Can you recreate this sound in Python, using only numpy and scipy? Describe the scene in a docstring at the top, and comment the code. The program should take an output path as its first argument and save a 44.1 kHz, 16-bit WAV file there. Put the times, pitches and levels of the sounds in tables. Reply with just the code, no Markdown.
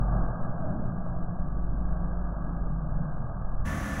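"""Diesel machines drone on a building site, muffled, while moving air thumps the microphone.
First an engine booms as its cylinders fire, over a pump truck's hum and clattering engine casings.
Near 0.7 s the concrete pump growls under load, then metal parts knock. The engine, having eased,
pulls again at 1.5 s and slowly sags from 2.3 s. At 3.65 s the listening position suddenly changes,
revealing a brighter clatter, hydraulic whines and hiss."""
import sys
import numpy as np
from scipy import signal
from scipy.fft import rfft, irfft
from scipy.io import wavfile

SR = 44100
rng = np.random.default_rng(int(sys.argv[2]) if len(sys.argv) > 2 else 0)


def materialize(psi):
    """Save the field psi as 16-bit PCM at rate SR to the path in sys.argv[1].

    A 1-D psi becomes a single channel; in a 2-D psi each row is a channel.
    """
    bounded = np.clip(np.atleast_2d(psi).T, -1, 1)
    quanta = np.round(bounded * 32767).astype(np.int16)
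    wavfile.write(sys.argv[1], SR, quanta)


N = 176400
T = np.arange(N) / SR

# How fast the engine's shaft turns: time_s, turns_per_s
ENGINE_SPEED = [(0, 23.7), (.2, 22.2), (.36, 21.1), (.6, 22.9), (.95, 24.7), (1.4, 24.9), (1.6, 24.3),
                (1.85, 25.05), (2.05, 25.4), (2.3, 25.1), (2.5, 24.1), (2.72, 23.65), (3, 21.9), (3.3, 20),
                (3.5, 19), (3.62, 19.1)]
# The exhaust's deep boom and its higher drone: time_s, level_db
BOOM_LEVEL = [(0, -27), (.2, -27), (.3, -34), (.38, -46), (1.42, -47), (1.53, -31.5), (1.7, -29.5),
              (2.2, -32), (2.48, -34.5), (2.78, -31), (2.95, -38.5), (3.3, -41), (3.62, -29.5)]
DRONE_LEVEL = [(0, -48.5), (.8, -48), (1.2, -42.5), (1.75, -42.5), (2.05, -37.5), (2.4, -43), (2.62, -38.5),
               (3.15, -41), (3.4, -51.5), (3.62, -52)]
# Other exhaust tones, and the shudder of a slowed engine: times_shaft_speed, relative_db
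EXHAUST_TONES = [(1, -38), (3, -51.5), (4, -52), (5, -52), (6, -42), (8, -53.5), (9, -56), (11, -52),
                 (14, -56.5)]
SHUDDER_TONES = [(3, -38), (4, -41.5)]
# The truck's hum: pitch_hz, relative_db
HUM_TONES = [(117, -38), (175, -40), (210, -52), (230, -50)]
# How those exhaust tones and the hum swell and fade: time_s, gain_db
EXHAUST_GAIN = [(0, -8.5), (.8, -12), (1.1, -6), (1.7, -1), (2.1, -2.5), (2.8, -4.5), (3.2, -2),
                (3.62, -17.5)]
HUM_GAIN = [(0, 2), (.4, -3.5), (.8, -1), (1.05, -17.5), (1.5, -16.5), (3.62, -33)]

# Each noise's mix of low and high sound: pitch_hz, relative_db
RUMBLE_SHAPE = [(20, -8), (35, -5.5), (60, -2), (90, -2.5), (125, 1.5), (150, 1), (185, -0.5), (215, -14),
                (260, -24), (450, -49.5)]  # deep exhaust rumble
ROAR_SHAPE = [(120, -24.5), (190, 1.5), (225, 1), (255, -4.5), (285, -3.5), (350, -7), (420, -12),
              (520, -13.5), (800, -42)]  # exhaust pipe
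GROWL_SHAPE = [(400, -35), (560, -8), (605, 2), (660, 0), (720, -6), (850, -12), (1050, -34.5)]  # pump under load
SURGE_SHAPE = [(170, -24.5), (215, -1.5), (240, -1), (270, -5), (315, -3.5), (380, -25.5)]  # low body of the pump's surge
CLATTER_SHAPE = [(250, -37), (420, -14), (553, -2.5), (590, -1), (683, 0.5), (795, -3.5), (1030, -8.5),
                 (1120, -5), (1170, -2.5), (1280, -6), (1390, -14), (1620, -10.5), (1700, -12), (2210, -50),
                 (3740, -120)]  # engine casings
OPEN_SHAPE = [(15, -40), (25, -7), (48, 1), (75, -2.5), (122, -11), (173, -8.5), (209, -4), (253, -13.5),
              (289, -11.5), (399, -24.5), (537, -21.5), (666, -15), (826, -23), (895, -24), (1110, -19),
              (1450, -18.5), (1750, -21.5), (2050, -23.5), (2420, -31), (2850, -32), (3600, -37),
              (4300, -42), (5000, -41), (6210, -34), (8580, -43.5), (10300, -43), (10750, -40),
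              (11600, -42), (13200, -51), (15500, -46)]  # machines heard unmuffled
AIR_SHAPE = [(1, -16), (4, -3), (8, -1), (13, -8), (25, -19), (45, -35), (120, -60.5)]  # steady air on the microphone
GUST_SHAPE = [(8, -8.5), (16, 2), (30, 0), (45, -7), (90, -17), (200, -45.5)]  # brief gusts
# How loud the changing noises are: time_s, level_db
RUMBLE_LEVEL = [(0, -32.5), (.5, -38.5), (.7, -34), (.88, -33.5), (1.2, -35.5), (1.45, -39), (1.75, -36.5),
                (2.2, -39.5), (2.55, -40.5), (2.92, -34.5), (3.25, -39.5), (3.62, -38.5)]
ROAR_LEVEL = [(0, -44.5), (.2, -39.5), (.3, -42.5), (.59, -44.5), (.66, -43), (.82, -42.5), (1.02, -46.5),
              (1.45, -47.5), (1.6, -44.5), (1.8, -47), (2.2, -47.5), (2.5, -45.5), (3, -48), (3.6, -51)]
GROWL_LEVEL = [(0, -44), (.18, -44), (.32, -45), (.45, -52), (.6, -44.5), (.68, -38), (.76, -46),
               (.95, -51.5), (1.4, -51), (1.6, -63.5)]
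SURGE_LEVEL = [(.57, -75), (.64, -38.5), (.81, -40.5), (1, -59.5)]
CLATTER_LEVEL = [(0, -42), (.15, -37.5), (.33, -42), (.55, -43), (.68, -44.5), (.85, -45.5), (1.05, -45),
                 (1.5, -48), (1.8, -47.5), (1.97, -44), (2.2, -45.5), (2.38, -43.5), (2.75, -47.5),
                 (3.05, -44.5), (3.3, -45), (3.62, -47.5)]

# The pump's faint ring, and the unmuffled hydraulic whines: pitch_hz, level_db, wander_hz
PUMP_RING = (1143, -60, 12)
OPEN_WHINES = [(538, -53, 3.5), (1143, -51, 4.6), (1756, -46, 4.8), (2580, -68, 26), (5900, -64, 54),
               (10940, -64.5, 47)]
# Unmuffled engine tones: pitch_hz, level_db
OPEN_ENGINE_TONES = [(31.7, -41.5), (78.4, -36.5), (117, -43.5), (156, -45.5), (204, -43.5), (279, -52)]
# Knocks of metal parts: start_s, relative_db, pitch_hz
METAL_KNOCKS = [(1.064, -31.5, 659), (1.109, -35.5, 581), (1.678, -37.5, 660)]
# The tones in each knock: times_pitch, gain_db, fade_s (time to fall by 60 dB)
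KNOCK_TONES = [(1, -6.5, 0.055), (1.269, -7, .025), (1.951, -8, 0.029)]
# Gusts on the microphone: peak_s, width_s, level_db
AIR_GUSTS = [(.46, 0.026, -35), (.875, 0.026, -27), (.94, .03, -31), (1.128, 0.025, -28),
             (1.231, 0.013, -27.5), (1.412, 0.019, -25.5), (2.055, 0.027, -27.5), (2.64, 0.035, -29.5),
             (2.955, 0.032, -25.5)]


def engine_exhaust(speed, turns):
    """Two firings a turn make the boom; other tones follow the shaft, and shudder when it slows."""
    boom = tone(2 * turns, curve(BOOM_LEVEL), flutter=0.023, rate_hz=3.4)
    drone = tone(7 * turns, curve(DRONE_LEVEL), flutter=0.24, rate_hz=16)
    others = sum(tone(k * turns, db, flutter=0.14, rate_hz=4.6) for k, db in EXHAUST_TONES)
    strain = np.clip((20.72 - speed) / 3.1, 0, 1)  # grows below 20.72 turns a second
    shudder = sum(tone(k * turns, db, flutter=0.23, rate_hz=4.8) for k, db in SHUDDER_TONES)
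    return boom + drone + others * amp(curve(EXHAUST_GAIN)) + strain * shudder


def pump_truck():
    """The truck hums while its exhaust rumbles in lumps and roars with the load."""
    hum = sum(tone(hz * T, db, flutter=0.42, rate_hz=9) for hz, db in HUM_TONES)
    rumble = noise(RUMBLE_SHAPE) * amp(curve(RUMBLE_LEVEL) + 1.6 * drift(rate_hz=14))
    roar = noise(ROAR_SHAPE) * amp(curve(ROAR_LEVEL))
    return hum * amp(curve(HUM_GAIN)) + rumble + roar


def concrete_pump():
    """The pump growls and surges as it takes load, over a faint whine."""
    growl = noise(GROWL_SHAPE) * amp(curve(GROWL_LEVEL))
    surge = noise(SURGE_SHAPE) * amp(curve(SURGE_LEVEL))
    return growl + surge + whine(*PUMP_RING)


def casing_clatter(turns):
    """Firings rattle the engine casings: noise that throbs and partly repeats each turn."""
    points_per_turn, memory_turns, repeat_share = 2048, 3.8, 0.4
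    fresh = rng.standard_normal((int(turns[-1]) + 12, points_per_turn))
    # Each row is one turn and keeps a fading copy of the turns before it.
    pattern = signal.lfilter([1], [1, -np.exp(-1 / memory_turns)], fresh, axis=0)[10:].ravel()
    repeating = unit(np.interp(turns * points_per_turn, np.arange(len(pattern)), pattern))
    rattle = np.sqrt(repeat_share) * repeating + np.sqrt(1 - repeat_share) * rng.standard_normal(N)
    throb = 1 + 0.1 * np.cos(2 * np.pi * 2 * turns)
    return colour(rattle * throb, CLATTER_SHAPE) * amp(curve(CLATTER_LEVEL))


def metal_knocks():
    """Metal parts knock and ring with a few tones that die away fast."""
    knocks = np.zeros(N)
    for start_s, db, hz in METAL_KNOCKS:
        age_s = np.maximum(T - start_s, 0)
        for ratio, gain_db, fade_s in KNOCK_TONES:
            knocks += amp(db + gain_db - 60 * age_s / fade_s) * np.sin(2 * np.pi * hz * ratio * age_s)
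    return knocks


def open_site():
    """The machines unmuffled: clatter and hiss throb with the firings, among tones and whines."""
    firing_hz = 38.87
    throb = 1 + 0.091 * np.cos(2 * np.pi * firing_hz * T)
    clatter = colour(rng.standard_normal(N) * throb, OPEN_SHAPE) * amp(-32.5)
    tones = sum(tone(hz * T, db, flutter=0.26, rate_hz=8.2) for hz, db in OPEN_ENGINE_TONES)
    whines = sum(whine(*row) for row in OPEN_WHINES)
    return clatter + tones + whines


def whine(hz, db, wander_hz):
    """A hydraulic whine, fuzzy because its pitch wanders quickly."""
    pitch_hz = hz + wander_hz * drift(rate_hz=63.9)
    return tone(np.cumsum(pitch_hz) / SR, db, flutter=0.29, rate_hz=49)


def wind():
    """Moving air presses on the microphone, with brief gusts that thump."""
    gusts = sum(amp(db) * np.exp(-((T - peak_s) / width_s) ** 2) for peak_s, width_s, db in AIR_GUSTS)
    return noise(AIR_SHAPE) * amp(-30.5) + noise(GUST_SHAPE) * gusts


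def tone(cycles, db, flutter, rate_hz):
    """A tone that wavers in strength and timing; flutter sets how much."""
    strength = np.sqrt(2) * amp(db) * (1 + flutter * drift(rate_hz))
    return strength * np.sin(2 * np.pi * cycles + flutter * drift(rate_hz))


def noise(shape):
    """Fresh noise with the given mix of low and high sound."""
    return colour(rng.standard_normal(N), shape)


def colour(x, shape):
    """Shapes the lows and highs of x by (pitch_hz, relative_db) points, at strength 1."""
    hz, db = np.transpose(shape)
    bins_hz = np.fft.rfftfreq(N, 1 / SR)
    gain_db = np.interp(np.log(bins_hz + 1), np.log(hz + 1), db)
    return unit(irfft(rfft(x) * amp(gain_db), N))


def drift(rate_hz):
    """A random wobble of strength 1, with up to about rate_hz changes a second."""
    bins_hz = np.fft.rfftfreq(N, 1 / SR)
    keep_slow = np.exp(-(bins_hz / rate_hz) ** 2) * (bins_hz > 0)
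    return unit(irfft(rfft(rng.standard_normal(N)) * keep_slow, N))


def low_pass(x, hz):
    """Sharply cuts the sound above hz."""
    return signal.fftconvolve(x, signal.firwin(4095, hz, window=("kaiser", 9), fs=SR), "same")


def curve(points):
    """Joins (time_s, value) points by straight lines."""
    return np.interp(T, *np.transpose(points))


def amp(db):
    """Turns decibels into a multiplier."""
    return 10 ** (np.asarray(db) / 20)


def unit(x):
    """Scales x to an average strength (rms) of 1."""
    return x / np.sqrt(np.mean(x ** 2) + 1e-20)


def scene():
    """The muffled position, then suddenly the open one."""
    change_s, fade_s = 3.648, 0.012
    speed = curve(ENGINE_SPEED)
    turns = np.cumsum(speed) / SR
    machines = engine_exhaust(speed, turns) + pump_truck() + concrete_pump() + casing_clatter(turns)
    muffled = low_pass(machines + metal_knocks() + wind(), hz=1695)
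    open_share = np.clip((T - change_s) / fade_s, 0, 1)
    return (muffled * (1 - open_share) + open_site() * open_share)[None]


def record(dry):
    """Cuts off the very highest hiss."""
    return low_pass(dry[0], hz=15770)[None]


dry = scene()
out = record(dry)
materialize(out)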